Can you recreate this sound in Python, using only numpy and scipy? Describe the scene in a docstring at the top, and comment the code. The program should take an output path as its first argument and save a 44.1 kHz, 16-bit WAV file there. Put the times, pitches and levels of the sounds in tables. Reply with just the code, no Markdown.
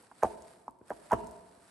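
"""A soft hiss over a low murmur of air comes first; then a big dog gnaws a hard bone, close by, on a rug indoors.
Teeth catch in quick clusters: each catch is a short damped knock, noise bursts for splinters and crack, a low thud.
Gritty scrapes are rough filtered noise; small wet ticks between the bites are narrow noise bursts.
Echoes, a fading noise tail and slowly dying tones make the quiet living room ring on.
The murmur is steady filtered noise; the hiss is grainier, strongest just after the first loud bite, with a deep dip midway."""
import sys
import numpy as np
from scipy import signal
from scipy.fft import rfft, irfft
from scipy.io import wavfile
from scipy.ndimage import uniform_filter1d

SR = 44100
rng = np.random.default_rng(int(sys.argv[2]) if len(sys.argv) > 2 else 0)


def pcm_store(signal):
    """Save signal as 16-bit PCM."""
    levels = np.round(np.clip(np.atleast_2d(signal), -1, 1) * 32767)
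    wavfile.write(sys.argv[1], SR, levels.astype(np.int16).T)


N = 74970  # length in samples, 1.7 s

# steady air in the room: [f/Hz, relative level/dB]
AIR_COLOUR = [(25, -7), (60, -22), (120, 0), (250, 0), (450, -3), (800, -4.5), (1200, -10.5), (2000, -48),
              (4000, -103), (12000, -53)]
AIR_DB = -66.5

# tone of the soft hiss: [f/Hz, relative level/dB]
HISS_COLOUR = [(300, 6), (1500, 10), (2300, 3), (3300, -1), (4600, 1.5), (6500, -4.5), (8400, 6),
               (9500, 1.5), (11300, 3), (12000, -35)]
# loudness of the hiss over time: [t/s, level/dB]
HISS_LEVEL = [(0, -61.5), (.11, -68.5), (.18, -64), (0.258, -55.5), (.39, -63.5), (.47, -60.5),
              (0.577, -66.5), (.72, -78), (0.818, -79.5), (.89, -62), (.98, -62.5), (1.089, -60.5),
              (1.16, -60.5), (1.31, -63.5), (1.382, -65), (1.429, -65.5), (1.499, -67), (1.7, -61.5)]
HISS_FLICKER_DB, HISS_GRAIN = 0.97, 0.31  # slow level changes; depth of the fast roughness

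# tone of the room's fading tail: [f/Hz, relative level/dB]
ROOM_COLOUR = [(40, -8), (100, -14), (250, -8), (420, -9.5), (570, -20), (680, -9.5), (780, -25),
               (930, -15.5), (1200, -23.5), (1600, -21), (3000, -8.5), (8000, -8.5), (13000, -43)]
# time the tail takes to fall by 60 dB: [f/Hz, fall time/s]
ROOM_T60 = [(60, 0.85), (400, 0.88), (1000, 1), (3000, 0.37), (10000, 0.24)]
# standing waves of the room: [f/Hz, relative level/dB, time to fall by 60 dB/s]
ROOM_MODES = [(66, -27, 0.11), (173.3, -39, 0.42), (183, -42, 1.3), (269.6, -36, 0.24), (372, -42, 1.6),
              (420, -40.5, 0.96), (517, -44.5, 1), (657, -47, 1.1), (686, -46.5, 1.8), (908, -41, 0.96),
              (989, -42.5, 0.4)]
# share of the gnawing that carries into the room: [t/s, level/dB]
ROOM_SEND = [(.24, -2.5), (.68, -0.5), (.91, 0), (1.13, 1)]
EARLY_DB, EARLY_S, FIRST_ECHO_S = -13, 0.01, 0.004036
# delay counted from the first echo, spread, and strength of the far wall's answer
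WALL_ECHO_S, WALL_ECHO_SPREAD_S, WALL_ECHO_DB = 0.1047, 0.0068, -1
MODE_WAVER, MODE_WAVER_HZ = 0.88, 21

# stereo noise: share of the part that is opposed between left and right
ROOM_WIDTH, AIR_WIDTH, HISS_WIDTH = 0.9, 0.46, 0.65
WIDE_ABOVE_HZ = 310

# soft bumps of bone and paws on the rug, and late low thuds just after some bites: [t/s, level/dB]
BUMPS = [(0.037, -84), (.688, -54), (.824, -70), (0.935, -58), (1.066, -71), (1.574, -59)]
FLOOR_LAG_S = 0.0022  # the floor answers after the jaw
THUD_HZ, THUD_S = 77.6, 0.0035  # floor: pitch, time to swell
JAW_HZ, JAW_S, JAW_DB = 255.3, 0.0023, 1  # jaw: pitch, time to swell, level against the floor

# small ticks of teeth and wet lips: [t/s, peak level/dB, centre f/Hz]
TICKS = [(0.0247, -51.5, 9300), (0.422, -44.5, 6440), (0.7092, -54, 9150), (0.788, -58, 8500),
         (.8992, -46.5, 8600), (1.058, -51, 8500), (1.2438, -50, 7900), (1.2703, -40.5, 8360),
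         (1.3112, -45, 8000)]
TICK_S, TICK_WIDTH_OCT = 0.0012, 0.35  # fade time; octaves to each side of the centre

# teeth scraping over the bone, into and through a bite: [t of the height/s, half length/s, level/dB]
SCRAPES = [(0.2283, 0.0048, -40), (0.252, 0.012, -52), (0.898, 0.0032, -55.5), (1.101, 0.0032, -54.5),
           (1.125, 0.013, -33.5)]
SCRAPE_GRAIN = 1.41

# tooth catches: [t/s, knock level/dB, knock f/Hz, nominal ring time/ms,
#                 splinter level/dB, crack level/dB, thud level/dB]
CATCHES = [(0.0328, -57, 910, 2.5, -80, -82, -98), (0.114, -43.5, 950, 1.8, -50, -66, -75),
           (0.1182, -49.5, 743, 2.1, -56, -75, -65), (0.2286, -18.5, 833, 0.77, -42, -36, -64),
           (0.2332, -7.5, 745, 0.85, -26.5, -27.5, -37.5), (.2351, -19, 717, 0.91, -52, -65, -52.5),
           (0.2411, -21.5, 873, 2.6, -64, -59, -66), (0.2469, -14, 613, 0.76, -42, -45, -41),
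           (0.251, -30, 760, 4.4, -38, -56, -35.5), (.2611, -34, 706, 3.4, -59, -52, -47),
           (.2692, -34.5, 686, 3.4, -64, -66, -67), (0.6802, -26, 942, 1.05, -77, -50.5, -55.5),
           (0.6841, -44.5, 950, 0.86, -79, -70, -56), (0.8135, -45, 372, 1.5, -55, -87, -57),
           (.9042, -26.5, 653, 1.92, -32.5, -58, -55), (0.9091, -26, 538, 0.9, -47, -59, -49.5),
           (0.9143, -27, 684, 1.25, -44, -58, -47.5), (0.9175, -31.5, 880, 1.6, -52, -61, -52),
           (1.1091, -28, 860, 3.2, -47, -56, -74), (1.1177, -16, 935, 2.92, -24, -32.5, -46),
           (1.1235, -20.5, 690, 1.5, -52, -48, -53), (1.1310, -12.5, 562, 0.79, -23.5, -34.5, -26.5),
           (1.1341, -15.5, 662, 0.91, -37, -36, -34.5), (1.1365, -16, 1106, 0.87, -34, -36, -34.5),
           (1.1402, -27, 419, 2.56, -55, -55, -35), (1.1478, -35, 734, 2.2, -59, -54, -37.5)]
# upper resonances of the bone, set off by every catch: [f/Hz, level against the knock/dB, time to swell/ms]
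BONE_MODES = [(1154, -21.5, 3), (1636, -16.5, 2.2)]
# the small bone radiates little bass, and lips and cheeks muffle its treble: [f/Hz, level/dB]
MUFFLE = [(100, -18), (300, 2), (1100, -0.5), (1450, -10), (2000, -46), (4000, -52)]
# splintering of the bone's surface: [f/Hz, level/dB]
SPLINTER_COLOUR = [(400, -36), (1000, 12), (1600, 17), (1950, 6), (2450, -2), (3100, -6.5), (4200, -29),
                   (8000, -18)]
# crack of a tooth: [f/Hz, level/dB]
CRACK_COLOUR = [(800, -15), (2300, 9.5), (3600, -7.5), (5500, 1.5), (8500, 4), (12000, -1), (16000, -36)]
SPLINTER_S, CRACK_S = 0.0024, 0.0014  # fade times

# the two microphone ports, timing: [f/Hz, phase by which left leads/rad]
PORT_PHASE = [(100, 0), (1700, -.2), (3100, .9), (4100, .1), (5100, .7), (6200, -.1), (7500, .9), (8700, 0),
              (10200, -3), (11500, -6.2)]
# the two microphone ports, loudness: [f/Hz, left minus right level/dB]
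PORT_BALANCE = [(60, -1.5), (350, 0.3), (700, -1.5), (1900, -3), (3000, 0.8), (6000, 0), (7400, 1),
                (8100, -5), (9200, 0)]
LOW_CUT_HZ, TOP_HZ = 57, 12200


def undb(db):
    """Turn decibels into a gain factor."""
    return 10 ** (np.asarray(db) / 20)


def on_hz(points, hz):
    """Read a curve of (Hz, value) points, with straight lines between them on a log-frequency axis."""
    p = np.array(points, float)
    return np.interp(np.log(np.maximum(hz, 1)), np.log(p[:, 0]), p[:, 1])


def colour(x, points):
    """Make each pitch louder or softer by a (Hz, dB) curve."""
    hz = np.arange(N + 1) * SR / (2 * N)
    spectrum = rfft(x, 2 * N)
    return irfft(spectrum * undb(on_hz(points, hz)))[..., :N]


def unit(x):
    """Scale to an average strength (rms) of 1."""
    return x / np.sqrt(np.mean(x ** 2))


def smooth_noise(size):
    """Noise averaged over a number of neighbouring samples, brought to rms 1."""
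    return unit(uniform_filter1d(rng.standard_normal(N), size=size))


def wide_noise(width):
    """Stereo noise: a shared part plus an opposed part that weakens in the bass."""
    mid, side = rng.standard_normal((2, N))
    high_pass = signal.butter(1, WIDE_ABOVE_HZ, "high", fs=SR, output="sos")
    side = signal.sosfilt(high_pass, side)
    return np.array([mid + width * side, mid - width * side])


def since(start):
    """Seconds since a moment, zero before it."""
    return np.maximum(np.arange(N) / SR - start, 0)


def waver(rate_hz):
    """Slow random wandering around zero, made of straight lines between chance values."""
    return np.interp(np.arange(N) / SR * rate_hz, np.arange(256), rng.standard_normal(256))


def ring(age, hz, peak_s):
    """A heavily damped resonance: a tone that swells for peak_s and dies."""
    u = age / peak_s
    return u * np.exp(1 - u) * np.sin(2 * np.pi * hz * age)


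def burst(age, decay_s):
    """A tiny fracture: noise that starts abruptly and dies at once."""
    return rng.standard_normal(N) * (age > 0) * np.exp(-age / decay_s) / 2


def air():
    """Low steady air in the room: noise with most of its treble removed."""
    return undb(AIR_DB) * unit(colour(wide_noise(AIR_WIDTH), AIR_COLOUR))


def hiss():
    """A soft, slightly grainy noise, loudest after the first loud bite, nearly gone midway, then back."""
    times, db = np.array(HISS_LEVEL).T
    flicker = unit(uniform_filter1d(smooth_noise(600), size=600))
    grain = np.exp(HISS_GRAIN * smooth_noise(40))
    level_db = np.interp(np.arange(N) / SR, times, db) + HISS_FLICKER_DB * flicker
    return undb(level_db) * unit(colour(wide_noise(HISS_WIDTH) * grain, HISS_COLOUR))


def early_echoes(age):
    """Dense early echoes off floor and furniture: noise that fades fast."""
    fading = wide_noise(ROOM_WIDTH) * np.exp(-age / EARLY_S)
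    return undb(EARLY_DB) * fading / np.sqrt(SR * EARLY_S / 2)


def diffuse_tail(age):
    """Echoes blurred into noise: each pitch band fades at its own rate; the far wall adds a swell."""
    centres = 62.5 * 2. ** np.arange(9)  # one band per octave
    hz = np.arange(N // 2 + 1) * SR / N
    octave = np.log2(np.clip(hz, centres[0], centres[-1]))
    noise, tail = rfft(wide_noise(ROOM_WIDTH)), 0
    for centre in centres:
        weight = np.maximum(1 - np.abs(octave - np.log2(centre)), 0)  # neighbouring bands overlap
        band = irfft(noise * weight, N)
        # a factor of 1000 is a fall of 60 dB
        tail = tail + band * np.exp(-np.log(1000) * age / on_hz(ROOM_T60, centre))
    wall_bump = np.exp(-((age - WALL_ECHO_S) / WALL_ECHO_SPREAD_S) ** 2)
    far_wall = 1 + undb(WALL_ECHO_DB) * wall_bump
    return colour(tail, ROOM_COLOUR) * far_wall / np.sqrt(SR / 20)


def standing_waves(age):
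    """Waves caught between the walls: slowly dying tones, wavering as close neighbours beat."""
    standing = 0
    for hz, db, t60 in ROOM_MODES:
        # the complex waver moves both the strength and the phase
        beating = 1 + MODE_WAVER * (waver(MODE_WAVER_HZ) + 1j * waver(MODE_WAVER_HZ))
        tone = np.exp((2j * np.pi * hz - np.log(1000) / t60) * age)
        standing = standing + undb(db) * np.imag(beating * tone) / np.sqrt(SR / 20)
    return standing


def room(x):
    """The room answers every instant of a sound with its echoes, tail and standing waves (convolution)."""
    age = since(FIRST_ECHO_S)
    response = diffuse_tail(age) + early_echoes(age) + standing_waves(age)
    response = response * (age > 0)  # silent until the first echo
    return signal.fftconvolve(x[None], response, axes=1)[:, :N]


def thud(age):
    """A low thud through the jaw, then through the floor: two damped tones."""
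    floor = ring(np.maximum(age - FLOOR_LAG_S, 0), THUD_HZ, THUD_S)
    jaw = undb(JAW_DB) * ring(age, JAW_HZ, JAW_S)
    return floor + jaw


def bumps():
    """Bone and paws shift on the rug, and some bites are followed by a late low thud; each is a low thud."""
    return sum(undb(db) * thud(since(start)) for start, db in BUMPS)


def ticks():
    """Thin, bright ticks of teeth and wet lips: tiny noise bursts kept to a narrow band."""
    out = np.zeros(N)
    for start, db, hz in TICKS:
        edges = hz * 2. ** np.array([-TICK_WIDTH_OCT, TICK_WIDTH_OCT])
        edges = np.clip(edges, 20, SR / 2 - 100)
        band_pass = signal.butter(1, edges, "band", fs=SR, output="sos")
        tick = signal.sosfilt(band_pass, burst(since(start), TICK_S))
        out += undb(db) * tick / np.abs(tick).max()
    return out


def scrapes():
    """Gritty friction: rough noise that swells and fades as a tooth drags over the bone."""
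    t = np.arange(N) / SR
    pressure = sum(undb(db) * np.exp(-((t - at) / half_s) ** 2) for at, half_s, db in SCRAPES)
    grit = unit(np.exp(SCRAPE_GRAIN * smooth_noise(30)))
    return colour(pressure * grit * rng.standard_normal(N), SPLINTER_COLOUR)


def knock(age, hz, ring_s):
    """A hollow knock muffled by lips: a damped tone with a rounded onset, soon gone."""
    u = age / (1.03 * ring_s)
    return (u * np.exp(1 - u)) ** 2 * np.sin(2 * np.pi * hz * age)


def bone_ring(age):
    """The bone's own upper resonances, set off by a catch."""
    return sum(undb(db) * ring(age, hz, ms / 1000) for hz, db, ms in BONE_MODES)


def bites():
    """Each catch knocks the bone in the mouth, splinters it, cracks at the tooth and thuds below."""
    body, splinters, cracks, thuds = np.zeros((4, N))
    for start, db, hz, ring_ms, splinter_db, crack_db, thud_db in CATCHES:
        age = since(start)
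        body += undb(db) * (knock(age, hz, ring_ms / 1000) + bone_ring(age))
        splinters += undb(splinter_db) * burst(age, SPLINTER_S)
        cracks += undb(crack_db) * burst(age, CRACK_S)
        thuds += undb(thud_db) * thud(age)
    return colour(body, MUFFLE) + colour(splinters, SPLINTER_COLOUR) + colour(cracks, CRACK_COLOUR) + thuds


def scene():
    """The background, the gnawing dog and the room that answers it."""
    dog = bumps() + ticks() + scrapes() + bites()
    send = undb(np.interp(np.arange(N) / SR, *np.array(ROOM_SEND).T))
    return air() + hiss() + room(dog * send) + dog


def record(dry):
    """Two ports differ a little in level and phase; the deepest bass and the top are cut."""
    hz = np.arange(N + 1) * SR / (2 * N)
    half = np.array([[.5], [-.5]])  # each side takes half of the difference
    port_gain = undb(half * on_hz(PORT_BALANCE, hz))
    port_turn = np.exp(1j * half * on_hz(PORT_PHASE, hz))
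    heard = irfft(rfft(dry, 2 * N) * port_gain * port_turn)[:, :N]
    low_cut = signal.butter(4, LOW_CUT_HZ, "high", fs=SR, output="sos")
    top_cut = signal.ellip(8, .2, 70, TOP_HZ, fs=SR, output="sos")  # very steep
    return signal.sosfilt(top_cut, signal.sosfilt(low_cut, heard))


dry = scene()
out = record(dry)
pcm_store(out)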